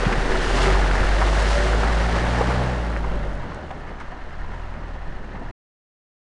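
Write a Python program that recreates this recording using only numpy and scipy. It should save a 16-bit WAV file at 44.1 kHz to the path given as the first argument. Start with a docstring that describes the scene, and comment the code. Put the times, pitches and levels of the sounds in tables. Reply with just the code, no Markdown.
"""A diesel car fords a shallow muddy stream close by; a breeze nudges the microphone throughout.
The exhaust booms, the engine clatters, the tyres churn; front wheels (0.6 s), then rear wheels (1.5 s)
throw spray, and the engine whines as it passes. At 2.4 s a wheel jolts out and the suspension clunks.
The car rolls slowly away over wet gravel, stones knocking under the tyres. The sound cuts off at 5.5 s."""
import sys
import numpy as np
from scipy import signal
from scipy.fft import rfft, irfft, next_fast_len
from scipy.io import wavfile

SR = 44100
rng = np.random.default_rng(int(sys.argv[2]) if len(sys.argv) > 2 else 0)


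def digitize_waveform(pressure):
    """Quantize a signal to 16-bit integers and store it at the path in sys.argv[1].

    Rows of a 2-D input are taken as channels; values are limited to [-1, 1].
    """
    field = np.atleast_2d(pressure).T
    bounded = np.clip(field, -1, 1)
    quanta = np.round(bounded * 32767).astype(np.int16)
    wavfile.write(sys.argv[1], SR, quanta)


N = 282234
T = np.arange(N) / SR

# Spectra. Each row: frequency in Hz, relative density in dB.
WIND_SPECTRUM = [(6, -3.5), (10, 4.5), (20, -11.5), (35, -5), (55, -24), (100, -27), (200, -31), (400, -43)]
GRIT_SPECTRUM = [(290, -44), (500, -25.5), (532, -3), (747, -1.5), (959, 2), (1150, -0.5), (1280, 1),
                 (1650, -1), (1820, -1.5), (1970, -4.5), (2130, -5), (2340, -12.5), (2540, -12.5),
                 (2820, -11), (3710, -19.5), (4160, -17.5), (4830, -24), (6530, -28.5), (10000, -55.5),
                 (13000, -72), (22000, -120)]
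RUMBLE_SPECTRUM = [(50, -3), (110, 3), (170, 3), (240, 1), (330, -1.5), (450, -4.5), (600, -4), (800, -7),
                   (1200, -39.5)]
CRACKLE_SPECTRUM = [(600, -19), (820, 6), (1000, -2), (1400, -14), (1830, 10), (2100, -6), (2550, 1),
                    (3200, -18), (5000, -22), (10000, -37)]
SPRAY_SPECTRUM = [(1500, -7.5), (2300, -17), (2750, 1.5), (3300, -2.5), (4200, -3), (5500, -7), (7500, -12),
                  (10300, -18.5)]
SLOSH_SPECTRUM = [(50, 6.5), (90, 1.5), (150, 0.5), (220, -3), (310, -5.5), (390, -3), (480, -2),
                  (620, -11), (800, -23.5), (1200, -36.5)]
CHURN_SPECTRUM = [(290, -42.5), (500, -8.5), (574, -7.5), (627, -5), (785, -1.5), (1010, -4), (1800, -1),
                  (2400, -9), (2890, -11.5), (5280, -18.5), (10000, -33.5), (13000, -61.5), (22000, -120)]
# Gusts on the microphone. Each row: peak time in seconds, level in dB.
WIND_GUSTS = [(.18, -22), (1.0, -30), (3.1, -24), (4.41, -27), (5.09, -26), (5.48, -35)]
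# Drops on the doors, then stones cracking. Each row: start in seconds, peak in dB, pitch in Hz.
TICK_HITS = [(.662, -29.5, 4200), (1.283, -30, 3300), (1.340, -34, 3500), (3.032, -39, 4000),
             (3.546, -39, 5500), (3.712, -32, 2600), (4.002, -44, 2700), (4.011, -38, 2800),
             (4.519, -47, 2600)]
# Underbody hum, under the bow wave, then as the engine slows.
# Each row: peak time in seconds, level in dB, rise and fall in seconds, pitch in Hz.
PANEL_SWELLS = [(.34, -27.5, 0.12, 0.12, 384), (.68, -27, 0.11, 0.086, 387.5),
                (2.78, -34, 0.18, 0.087, 593), (3.25, -42.5, 0.17, 0.27, 584)]
# Stones on the wheels. Each row: start in seconds, peak in dB, pitch in Hz.
STONE_HITS = [(3.038, -23, 985), (3.425, -33, 960), (3.512, -30.5, 1090), (3.585, -32, 620),
              (3.704, -23, 787), (4.0, -32.5, 920), (4.116, -27.5, 755), (4.44, -34.5, 1013),
              (4.515, -35, 845), (5.346, -33, 870)]
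# Ring of a struck wheel. Each row: ratio to the pitch, width in Hz, relative level in dB.
WHEEL_MODES = [(1, 109, 1), (1.25, 200, -3), (2.15, 350, -10)]
# Ring of the suspension. Each row: frequency in Hz, relative level in dB, T60 in seconds.
SUSPENSION_MODES = [(374, -9, 0.032), (466.5, 0.5, 0.093), (930, -4.5, 0.071)]
# Water slaps and gravel bumps.
# Each row: start in seconds, gain in dB, pitch in Hz, relative grit in dB, T60 in seconds.
KNOCK_HITS = [(0.048, -12, 1740, -27, 0.034), (0.12, -10, 1400, -23, 0.048), (1.211, -10, 1120, -26, 0.066),
              (1.493, -22, 940, -22, 0.029), (1.826, -21.5, 1050, -32, 0.2), (2.407, -8.5, 715, -31, 0.061),
              (2.5, -12.5, 880, -35, 0.068), (3.256, -21, 326, -36, 0.055), (3.866, -37, 1400, -19, 0.16),
              (3.908, -27, 480, -30, 0.06), (3.995, -30, 1132, -15, 0.09), (5.347, -35, 1258, -31, 0.11)]
# Ruts and flung pebbles. 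Each row: peak time in seconds, peak in dB, pitch in Hz.
POP_HITS = [(0.069, -9.5, 153), (0.078, -19, 88), (0.182, -18, 126), (0.658, -13, 1800),
            (.914, -12.5, 1940), (1.017, -15, 90.5), (1.051, -19.5, 130), (2.965, -14.5, 1620),
            (4.41, -28, 38)]
# Tyre resonances. Each row: frequency in Hz, width in Hz, level in dB relative to the car.
TYRE_MODES = [(740, 160, -11), (960, 160, -12.5), (1790, 120, -16.5)]
# Car level: close, then farther and slower. Each row: time in seconds, car in dB, low rumble in dB.
CAR_LEVELS = [(0.0, -27, -29.5), (0.47, -27, -30.5), (0.67, -23.5, -30), (0.8, -26, -31),
              (1.54, -26.5, -31.5), (2.42, -27.5, -31.5), (2.56, -28, -31), (2.84, -32.5, -37),
              (3.3, -36, -39), (3.8, -40.5, -43), (4.15, -41, -48), (4.6, -40, -46.5), (5.1, -42, -45.5),
              (5.48, -41.5, -42.5)]
# Underbody resonances. Each row: frequency in Hz, width in Hz, gain in dB.
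BODY_MODES = [(375, 16, 3.5), (490, 27, -3.5), (576, 45, -0.5), (760, 81, -9.5), (860, 45, -4),
              (1030, 82, -11.5), (1400, 180, -17.5), (1710, 250, -19.5)]
# Exhaust pipe response. Each row: frequency in Hz, gain in dB.
PIPE_RESPONSE = [(65, -4.5), (82, -8), (108, -18.5), (123, -9), (138, -3.5), (165, -6.5), (185, -6),
                 (300, -6.5)]
# Overtones: up as the tailpipe swings to the listener, down at idle. Each row: time in seconds, gain in dB.
OVERTONE_SWELL = [(0.4, -4), (0.7, 0.5), (1.2, -2), (1.6, 2), (2.05, 7), (2.35, 9.5), (2.74, 9), (2.9, 6),
                  (3.35, 9.5), (3.8, 2), (4.15, 1.5), (4.6, 8.5), (5.0, 8.5), (5.4, 3.5)]
# Speed up, lift off, one more touch of throttle. Each row: time in seconds, rate in Hz that sets # overtones
# and clatter (the boom sits 2% below it), boom in dB.
THROTTLE = [(0.0, 40.4, -22.5), (0.37, 38.7, -25.5), (0.75, 49.01, -16.5), (0.99, 45.0, -20),
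            (1.26, 51.1, -18), (1.45, 51.2, -18.5), (1.71, 53.8, -19), (1.99, 55.4, -20.5),
            (2.7, 62.7, -26.5), (2.88, 56.8, -24.5), (3.11, 54.0, -25.5), (3.35, 48.0, -29),
            (3.6, 38.0, -47), (3.8, 33.65, -36), (3.96, 32.35, -42), (4.2, 31.64, -55), (4.55, 41.27, -32),
            (4.76, 40.58, -35.5), (5.1, 34.9, -32.5), (5.5, 32.7, -46)]

SHORE_S, GRAVEL_S = (2.42, 3.05), 3.8  # tyres leave the water, reach loose stones
TURN_AWAY_S, CUT_S = (3.36, 3.4), 5.513


def undb(db):
    """Decibels to gain."""
    return 10 ** (np.asarray(db) / 20)


def unit(x):
    """Scale to rms 1."""
    return x / np.sqrt(np.mean(x ** 2) + 1e-18)


def curves(table):
    """Each column, interpolated over time."""
    s, *columns = np.transpose(table)
    return [np.interp(T, s, c) for c in columns]


def noise():
    """White noise."""
    return rng.standard_normal(N)


def colour(x, spectrum):
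    """Filter by (Hz, dB) points, steep beyond the ends; rms 1."""
    hz, db = np.transpose(spectrum)
    size = next_fast_len(N)
    log_f = np.log(np.maximum(np.fft.rfftfreq(size, 1 / SR), 1))
    beyond = np.maximum(np.log(hz[0]) - log_f, 0) + np.maximum(log_f - np.log(hz[-1]), 0)
    gain = undb(np.interp(log_f, np.log(hz), db) - 40 * beyond)
    return unit(irfft(rfft(x, size) * gain, size)[:N])


def band(x, hz, width_hz):
    """One resonance, gain 1 at its centre."""
    return signal.lfilter(*signal.iirpeak(min(hz, SR / 3), hz / min(width_hz, SR / 5), fs=SR), x)


def mode(x, hz, width_hz):
    """Resonance with steep skirts; rms 1."""
    return unit(band(band(x, hz, width_hz), hz, 2 * width_hz))


def walk(rate_hz):
    """Random drift, spread near 1."""
    knots = rng.standard_normal(4096)
    return np.interp(T * rate_hz, np.arange(len(knots)), knots)


def swell(peak_s, db, rise_s, fall_s):
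    """Exponential rise and fall of gain."""
    return undb(db) * np.exp(-np.maximum((peak_s - T) / rise_s, (T - peak_s) / fall_s))


def decay(t, t60_s):
    """Gain falling 60 dB in t60_s."""
    return np.exp(-np.log(1000) * t / t60_s)


def add(out, start_s, x):
    """Mix x into out."""
    start = int(start_s * SR)
    out[start:start + len(x)] += x


def impacts(per_s, spread_db):
    """Random clicks, a few much larger; rms 1."""
    size = undb(spread_db * np.minimum(rng.exponential(size=N), 3.5))
    return unit((rng.random(N) < per_s / SR) * size * rng.choice([-1, 1], N))


def grains(low_hz, high_hz, cycles, rise, spread_db, count):
    """Short random rings: bubbles rise in pitch near the surface, pebbles do not."""
    out = np.zeros(N)
    for when, pitch, size, polarity in rng.random((count, 4)):
        hz, start = low_hz * (high_hz / low_hz) ** pitch, int(when * N)
        t = T[:min(int(2 * cycles / hz * SR), N - start)]
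        age = t * hz / cycles
        ring = np.sin(2 * np.pi * hz * t * (1 + rise * age)) * np.exp(-np.pi * age)
        gain = undb(-spread_db * np.log(max(size, .01)))
        out[start:start + len(t)] += np.sign(polarity - .5) * gain * ring
    return unit(out)


def breeze(steady_db=-35.5):
    """Steady draught and gusts on the microphone."""
    gusts = sum(swell(s, db, rise_s=0.04, fall_s=0.16) for s, db in WIND_GUSTS)
    return colour(noise(), WIND_SPECTRUM) * np.hypot(undb(steady_db), gusts)


def ticks():
    """Big drops strike the doors, stones crack under the tyres; each rings a few cycles."""
    out, t = np.zeros(N), T[:SR // 40]
    for s, db, hz in TICK_HITS:
        burst = rng.standard_normal(len(t)) * decay(t, t60_s=0.0086)
        crack = band(band(burst, hz, hz), hz, hz)
        add(out, s, undb(db) * crack / np.abs(crack).max())
    return out


def panels():
    """Single underbody panels hum up and die away."""
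    return sum(mode(noise(), hz, width_hz=30) * swell(*shape) for *shape, hz in PANEL_SWELLS)


def stones(attack_s=0.0049):
    """Stones rock under the tread and ring the wheel, each at its own pitch."""
    out, t = np.zeros(N), T[:SR // 4]
    for s, db, hz in STONE_HITS:
        scrape = rng.standard_normal(len(t)) * np.minimum(t / attack_s, 1) * decay(t, t60_s=0.056)
        ring = sum(undb(mode_db) * mode(scrape, hz * ratio, width_hz)
                   for ratio, width_hz, mode_db in WHEEL_MODES)
        add(out, s, undb(db) * ring / np.abs(ring).max())
    return out


def suspension(start_s=2.409, level_db=-16.5):
    """A rear wheel jolts out of the water; the blow rings the suspension."""
    age_s = np.maximum(T - start_s, 0)
    return sum(undb(level_db + db) * np.sin(2 * np.pi * hz * age_s) * decay(age_s, t60_s)
               for hz, db, t60_s in SUSPENSION_MODES)


def knocks(attack_s=0.011):
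    """Water slaps and gravel crunches at the wheels: hollow bursts with a gritty edge."""
    out, t = np.zeros(N), T[:SR // 5]
    grit_band = signal.butter(2, [1800, 6000], "band", fs=SR, output="sos")
    for s, db, hz, grit_db, t60_s in KNOCK_HITS:
        hollow_band = signal.butter(3, [hz / 1.6, hz * 1.6], "band", fs=SR, output="sos")
        hollow = unit(signal.sosfilt(hollow_band, rng.standard_normal(len(t))))
        grit = unit(signal.sosfilt(grit_band, rng.standard_normal(len(t))))
        envelope = np.minimum(t / attack_s, 1) * decay(t, t60_s)
        add(out, s, undb(db) * (hollow + undb(grit_db) * grit) * envelope)
    return out


def pops(width_cycles=0.64):
    """Wheels drop into ruts, pebbles shoot from the tread: pulses of about one cycle."""
    out = np.zeros(N)
    for s, db, hz in POP_HITS:
        cycles = (T - s) * hz
        out += undb(db) * np.cos(2 * np.pi * cycles) * np.exp(-(cycles / width_cycles) ** 2)
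    return out


def rolling(car_db, low_db):
    """Tyres crunch over grit and rumble on uneven ground."""
    pebbles = grains(724, 2200, cycles=5.8, rise=0, spread_db=0.5, count=900)
    crunch = impacts(per_s=4000, spread_db=1.1) + 0.77 * noise() + 0.11 * pebbles
    grit = colour(crunch, GRIT_SPECTRUM) * undb(car_db - 2.5 + walk(30))
    rumble = colour(noise(), RUMBLE_SPECTRUM) * undb(low_db + 3.5 + 2 * walk(40))
    return grit + rumble


def gravel(car_db, crackle_db=-14.5):
    """Loose stones crackle and ring the tyres; each resonance wavers on its own."""
    crackle = colour(impacts(per_s=70, spread_db=1.7), CRACKLE_SPECTRUM) * undb(crackle_db)
    tread = sum(undb(db + 2.5 * walk(7)) * mode(impacts(per_s=120, spread_db=1.5), hz, width_hz)
                for hz, width_hz, db in TYRE_MODES)
    return (crackle + tread) * undb(car_db) * (T >= GRAVEL_S)


def spatter(thrown, fall_s=0.0043, gain_db=-10.5):
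    """Clumps of drops land on the stream, each a short fizz in one treble band."""
    out, tail = np.zeros(N), np.exp(-T[:SR // 20] / fall_s)
    for hz in np.geomspace(2800, 8000, 4):
        clumps = signal.fftconvolve(np.abs(impacts(per_s=51, spread_db=3.9)), tail)[:N]
        out += band(noise() * clumps, hz, hz / 2)
    return colour(out, SPRAY_SPECTRUM) * thrown * undb(gain_db)


def spray(thrown, wet):
    """Thrown drops patter on stream and doors; weaker ashore."""
    drops = impacts(per_s=5000, spread_db=4) * (0.45 + 0.6 * wet)
    patter = colour(drops + noise(), SPRAY_SPECTRUM) * undb(1.3 * walk(40))
    return patter * thrown * (0.5 + 0.17 * wet)


def water(car_db, low_db):
    """Tyres churn up bubbles; froth and low slosh surge together."""
    surge_db = 0.6 * walk(26) + 0.4 * walk(110)
    bubbles = grains(491.4, 4390, cycles=9.3, rise=0.08, spread_db=1.5, count=6000)
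    froth = bubbles + 2.43 * impacts(per_s=6000, spread_db=3.8)
    churn = colour(froth, CHURN_SPECTRUM) * undb(car_db + surge_db)
    gurgle = grains(200, 800, cycles=10, rise=0.31, spread_db=1.5, count=900)
    slosh = colour(noise() + 0.15 * gurgle, SLOSH_SPECTRUM) * undb(low_db + 2 + surge_db)
    return churn + slosh


def wheels(car_db, low_db):
    """Wheels throw spray and climb ashore; water crossfades to ground at equal power."""
    wet = np.interp(T, SHORE_S, [1, 0])
    front_splash = swell(peak_s=0.625, db=-31, rise_s=0.22, fall_s=0.08)
    rear_splash = swell(peak_s=1.51, db=-33, rise_s=0.35, fall_s=0.29)
    thrown = np.hypot(undb(car_db - 15.5), front_splash + rear_splash)
    ford = water(car_db, low_db)
    ground = rolling(car_db, low_db)
    drops = spray(thrown, wet)
    ground += gravel(car_db)
    ford += spatter(thrown)
    return np.sqrt(wet) * ford + np.sqrt(1 - wet) * ground + drops


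def tone(firings, order):
    """Sine at a multiple of the firing rate; rms 1."""
    return np.sqrt(2) * np.sin(2 * np.pi * (order * firings + rng.random()))


def exhaust(firings, firing_hz, boom_db, overtone_db, away, fall_db=7):
    """Firing pulses boom; the pipe shapes their overtones. Uneven under light load."""
    flutter_db = -0.5 * away
    boom = tone(firings, 0.98) * undb(boom_db + flutter_db * walk(22))
    gain = undb(overtone_db + (0.41 + flutter_db) * walk(15))
    overtones = np.zeros(N)
    for k in range(2, 6):
        pipe_db = np.interp(k * firing_hz, *np.transpose(PIPE_RESPONSE))
        overtones += tone(firings, k) * undb(pipe_db - fall_db * (k - 2))
    return boom + overtones * gain


def body_drone(firings, firing_hz):
    """High harmonics swell as they cross the underbody resonances."""
    grid_hz = np.arange(SR // 40)
    response = sum(undb(db) / np.hypot(1, 2 * (grid_hz - hz) / width_hz)
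                   for hz, width_hz, db in BODY_MODES)
    return sum(tone(firings, k) * np.interp(k * firing_hz, grid_hz, response) * undb(3 * walk(45))
               for k in range(7, 16))


def whine(firings):
    """The engine bay whines roughly as it passes closest."""
    passing = swell(peak_s=1.55, db=-28.5, rise_s=0.046, fall_s=0.12)
    return tone(firings, order=11) * passing * undb(3 * walk(70))


def clatter(firings, fall_cycles=0.48):
    """Each firing rings the underbody with a noise burst; rms 1."""
    bursts = noise() * np.exp(-(firings % 1) / fall_cycles) * undb(2 * walk(50))
    return unit(sum(undb(db) * band(bursts, hz, width_hz) for hz, width_hz, db in BODY_MODES))


def engine(car_db, drone_db=-17.5, clatter_db=-10.5, hidden_db=-5):
    """One firing rate drives all parts; the body hides the bay once the car turns away."""
    firing_hz, boom_db = curves(THROTTLE)
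    firings = np.cumsum(firing_hz * (1 + 0.002 * walk(25))) / SR
    away = np.interp(T, TURN_AWAY_S, [0, 1])
    swell_db = curves(OVERTONE_SWELL)[0]
    tailpipe = exhaust(firings, firing_hz, boom_db, car_db + swell_db, away)
    drone = body_drone(firings, firing_hz) * undb(drone_db + 0.34 * swell_db)
    bay_gain = undb(car_db + hidden_db * away)
    return tailpipe + whine(firings) + (drone + clatter(firings) * undb(clatter_db)) * bay_gain


def scene():
    """Car, water, stones and breeze; mono."""
    car_db, low_db = curves(CAR_LEVELS)
    car = engine(car_db) + wheels(car_db, low_db) + panels()
    hits = knocks() + pops() + stones() + ticks() + suspension()
    return (car + hits + breeze())[None]


def record(dry):
    """Abrupt stop, steep low-pass."""
    fade_s, top_hz = 0.003, 10150
    gate = np.clip((CUT_S - T) / fade_s, 0, 1)
    return signal.sosfilt(signal.ellip(10, .2, 80, top_hz, fs=SR, output="sos"), dry * gate)


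dry = scene()
out = record(dry)
digitize_waveform(out)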